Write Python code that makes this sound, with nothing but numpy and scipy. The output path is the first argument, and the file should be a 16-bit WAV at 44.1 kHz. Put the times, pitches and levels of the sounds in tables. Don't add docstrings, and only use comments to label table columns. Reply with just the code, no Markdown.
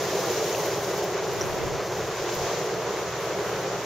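import sys
import numpy as np
from scipy import signal
from scipy.fft import rfft, irfft
from scipy.io import wavfile

SR = 44100
rng = np.random.default_rng(int(sys.argv[2]) if len(sys.argv) > 2 else 0)


def int16_out(signal):
    q = np.round(np.clip(np.atleast_2d(signal).T, -1, 1) * 32767)
    wavfile.write(sys.argv[1], SR, q.astype(np.int16))


N = 169785
T = np.arange(N) / SR
HZ = np.maximum(np.fft.rfftfreq(N, 1 / SR), 1)

# time_s, level_db
SURGE = [(0, -29), (.15, -28.5), (.6, -27), (.7, -29.5), (1.15, -29), (1.28, -30), (1.5, -30.5),
         (1.73, -29.5), (1.84, -32.3), (1.96, -30), (2.16, -32), (2.35, -29.5), (2.7, -31.7), (2.85, -30),
         (3.02, -29), (3.07, -34.5), (3.4, -30), (3.85, -31.5)]
# time_s, level_db
WASH = [(0, -36.5), (.33, -35.2), (.55, -36.5), (1.25, -37), (1.7, -37.5), (2.15, -37), (2.3, -36),
        (2.75, -37.5), (3.27, -36.5), (3.85, -36.5)]
# time_s, hiss_level_db
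FOAM = [(0, -37.5), (.35, -35.5), (.7, -38), (1.1, -41), (1.6, -42), (2.05, -41.5), (2.4, -38),
        (2.58, -38.5), (2.75, -42), (3.3, -42.5), (3.85, -42.5)]
# time_s, level_db
SPRAY = [(0, -48.5), (.34, -46.5), (.8, -48.3), (1.0, -52.5), (1.2, -57), (1.4, -51), (1.75, -56),
         (2.05, -54), (2.25, -53.5), (2.36, -51.5), (2.56, -54), (2.75, -55.5), (3.16, -56.5),
         (3.23, -52.5), (3.35, -55.3), (3.48, -54), (3.65, -56), (3.85, -55.5)]
ROAR_TRIM_DB, WASH_TRIM_DB = 0.24, 0.87

# frequency_hz, density_db (per Hz)
ROAR_COLOUR = [(110, -24), (185, -12), (245, -22.5), (300, -12), (360, -2), (410, 0), (500, -4),
               (620, -5.5), (800, -10.5), (1100, -24), (1600, -50)]
WASH_COLOUR = [(450, -28), (750, -7), (1000, 0), (1400, -4.5), (2000, -7.5), (2700, -13), (4000, -18),
               (7000, -36)]
FOAM_COLOUR = [(1000, -19), (2200, -5), (3200, -4), (4600, -3.5), (6100, 0), (7200, -2.5), (7650, -11.5),
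               (8100, -28)]
SPRAY_COLOUR = [(7700, -27), (8350, -3.5), (9700, -6), (12000, -5.5), (13500, 0.5), (14800, -2.5),
                (15800, -8)]
WIND_COLOUR = [(15, -24), (33, -12), (48, -22), (75, -3.5), (105, -3.5), (140, 4.5), (190, 1.5), (220, -9),
               (250, -21.5), (330, -19)]
GUST_COLOUR = [(30, -16), (80, -8), (125, 0.5), (175, -5), (245, -16), (350, -3.5), (450, -10), (650, -21)]
BUFFET_COLOUR = [(12, 0), (30, -5), (60, -2), (130, 6), (190, -11), (260, -13)]
SPECK_COLOUR = [(3000, -27), (6500, -2), (9000, -18), (11500, -7), (13500, 3), (15800, -3)]

# frequency_hz, side_minus_mid_db
SEA_WIDTH = [(250, -15.5), (360, -19), (480, -18.5), (900, -17), (2000, -11), (3000, -6.5), (6000, -3.5),
             (8500, -0.7), (14000, -1.5)]
WIND_WIDTH = [(30, -13), (60, -12), (110, -11), (200, -13.5)]
GUST_WIDTH = [(60, -2.3), (400, -0.13)]
# time_s, side_gain_db
SPREAD = [(0, -0.7), (1.2, -0.5), (1.55, 0), (1.8, -5), (2.05, -1.5), (2.4, 0.2), (3.85, .7)]

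FIZZ_PER_S, FIZZ_SPREAD_DB, FIZZ_DB = 900, 6.5, -12
CRACKLE_PER_S, CRACKLE_SPREAD_DB, CRACKLE_DB = 500, 3.5, -7.5

WIND_DB = -44
GUST_AT_S, GUST_HALF_S, GUST_DB = 1.58, 0.21, -41
# peak_s, half_length_s, level_db
BUFFETS = [(1.52, 0.022, -39), (1.675, 0.063, -39), (1.953, .025, -46), (2.03, .025, -41),
           (2.214, .018, -43), (2.37, 0.018, -40), (2.434, 0.02, -37)]
# pitch_hz, level_db (rms)
HUM = [(60, -60.5), (119.5, -49)]
# start_s, pitch_hz, peak_db,
# ring_s (time to the peak; the late decay constant is half of it)
DROPS = [(.3133, 5600, -24, .0005), (.5275, 6640, -21, 0.00053), (0.5477, 2670, -25, 0.001),
         (1.4111, 5680, -17, 0.00067), (1.4168, 5900, -21, .0011)]
# start_s, tick_db
SPECKS = [(.317, -32), (.661, -32), (.9795, -34), (1.043, -32), (1.335, -40), (1.975, -41), (2.352, -31),
          (2.59, -39)]
TICK_S, SPATTER_S, SPATTER_DB = .0005, .012, -12

# frequency_hz, left_minus_right_db
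BALANCE = [(100, -0.5), (500, -0.1), (1300, -.4), (3000, .5), (6000, 1.4), (9000, -1.3), (14000, -0.2)]
NOTCH_HZ, NOTCH_HALF_WIDTH_HZ = 8000, 204
CUTOFF_HZ = 15760


def from_db(db):
    return 10 ** (np.asarray(db) / 20)


def rms_one(x):
    return x / np.sqrt(np.mean(x ** 2) + 1e-20)


def level(rows):
    return from_db(np.interp(T, *np.transpose(rows)))


def response(points):
    hz, db = np.transpose(points)
    return from_db(np.interp(np.log(HZ), np.log(hz), db))


def drift(rate_hz):
    step = 40
    pole = np.exp(-2 * np.pi * rate_hz * step / SR)
    settle = 2000
    noise = rng.standard_normal(N // step + 2 + settle)
    slow = signal.lfilter([1], [1, -2 * pole, pole * pole], noise)[settle:]
    return np.interp(np.arange(N) / step, np.arange(len(slow)), rms_one(slow))


def stereo(pair, colour, width):
    lowest_hz, highest_hz = colour[0][0], colour[-1][0]
    upper_end = 1 / (1 + (HZ / highest_hz / 1.2) ** 12)
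    lower_end = 1 / (1 + (lowest_hz / HZ / 1.2) ** 12)
    mid, side = rfft(pair) * response(colour) * upper_end * lower_end
    mid = irfft(mid, N)
    side = irfft(side * response(width), N)
    return np.array([mid + side, mid - side]) / (mid.std() + 1e-12)


def noise_pair():
    return rng.standard_normal((2, N))


def rush(colour, width, churn_db, churn_hz):
    return stereo(noise_pair(), colour, width) * from_db(churn_db * drift(churn_hz))


def bursts(per_s, spread_db):
    sizes = from_db(spread_db * np.minimum(rng.exponential(1, (2, N)), 5))
    signs = rng.choice([-1, 1], (2, N))
    happens = rng.random((2, N)) < per_s / SR
    return sizes * signs * happens


def bell(peak_s, half_s):
    return np.exp(-.5 * ((T - peak_s) / half_s) ** 2)


def breakers():
    roar = rush(ROAR_COLOUR, SEA_WIDTH, churn_db=0.53, churn_hz=20)
    wash = rush(WASH_COLOUR, SEA_WIDTH, churn_db=0.9, churn_hz=14)
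    roar = level(SURGE) * from_db(ROAR_TRIM_DB) * roar
    wash = level(WASH) * from_db(WASH_TRIM_DB) * wash
    return roar + wash


def foam():
    hiss = rush(FOAM_COLOUR, SEA_WIDTH, churn_db=0.65, churn_hz=21)
    fizz = stereo(bursts(FIZZ_PER_S, FIZZ_SPREAD_DB), FOAM_COLOUR, SEA_WIDTH)
    mist = rush(SPRAY_COLOUR, SEA_WIDTH, churn_db=1.1, churn_hz=11)
    crackle = stereo(bursts(CRACKLE_PER_S, CRACKLE_SPREAD_DB), SPRAY_COLOUR, SEA_WIDTH)
    foam_sound = level(FOAM) * (hiss + from_db(FIZZ_DB) * fizz)
    spray_sound = level(SPRAY) * (mist + from_db(CRACKLE_DB) * crackle)
    return foam_sound + spray_sound


def spread(pair):
    mid = pair.mean(axis=0)
    return mid + (pair - mid) * level(SPREAD)


def wind():
    steady = from_db(WIND_DB) * rush(WIND_COLOUR, WIND_WIDTH, churn_db=1.05, churn_hz=4)
    push = sum(from_db(db) * bell(peak_s, half_s) for peak_s, half_s, db in BUFFETS)
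    buffets = push * stereo(noise_pair(), BUFFET_COLOUR, WIND_WIDTH)
    gust = rush(GUST_COLOUR, GUST_WIDTH, churn_db=2.5, churn_hz=5.9)
    gust = from_db(GUST_DB) * bell(GUST_AT_S, GUST_HALF_S) * gust
    return steady + buffets + gust


def hum():
    out = np.zeros(N)
    for hz, db in HUM:
        out += from_db(db) * np.sqrt(2) * np.sin(2 * np.pi * (hz * T + rng.random()))
    return out


def drops():
    out = np.zeros(N)
    for start_s, hz, peak_db, ring_s in DROPS:
        age = np.maximum(T - start_s, 0)
        swell = (age / ring_s * np.exp(1 - age / ring_s)) ** 2
        out += from_db(peak_db) * swell * np.sin(2 * np.pi * hz * age)
    return out


def specks():
    envelope = np.zeros(N)
    for start_s, db in SPECKS:
        apart = abs(T - start_s)
        tick = (T >= start_s) * np.exp(-apart / TICK_S)
        spatter = from_db(SPATTER_DB) * np.exp(-apart / SPATTER_S)
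        envelope += from_db(db) * (tick + spatter)
    return envelope * stereo(noise_pair(), SPECK_COLOUR, SEA_WIDTH)


def scene():
    sea = spread(breakers() + foam())
    return sea + wind() + hum() + drops() + specks()


def record(dry):
    lean = np.sqrt(response(BALANCE))
    notch = 1 - np.exp(-((HZ - NOTCH_HZ) / NOTCH_HALF_WIDTH_HZ) ** 4)
    top = 1 / np.sqrt(1 + np.minimum(HZ / CUTOFF_HZ, 1.1) ** 1600)
    return irfft(rfft(dry) * np.array([lean, 1 / lean]) * notch * top, N)


dry = scene()
out = record(dry)
int16_out(out)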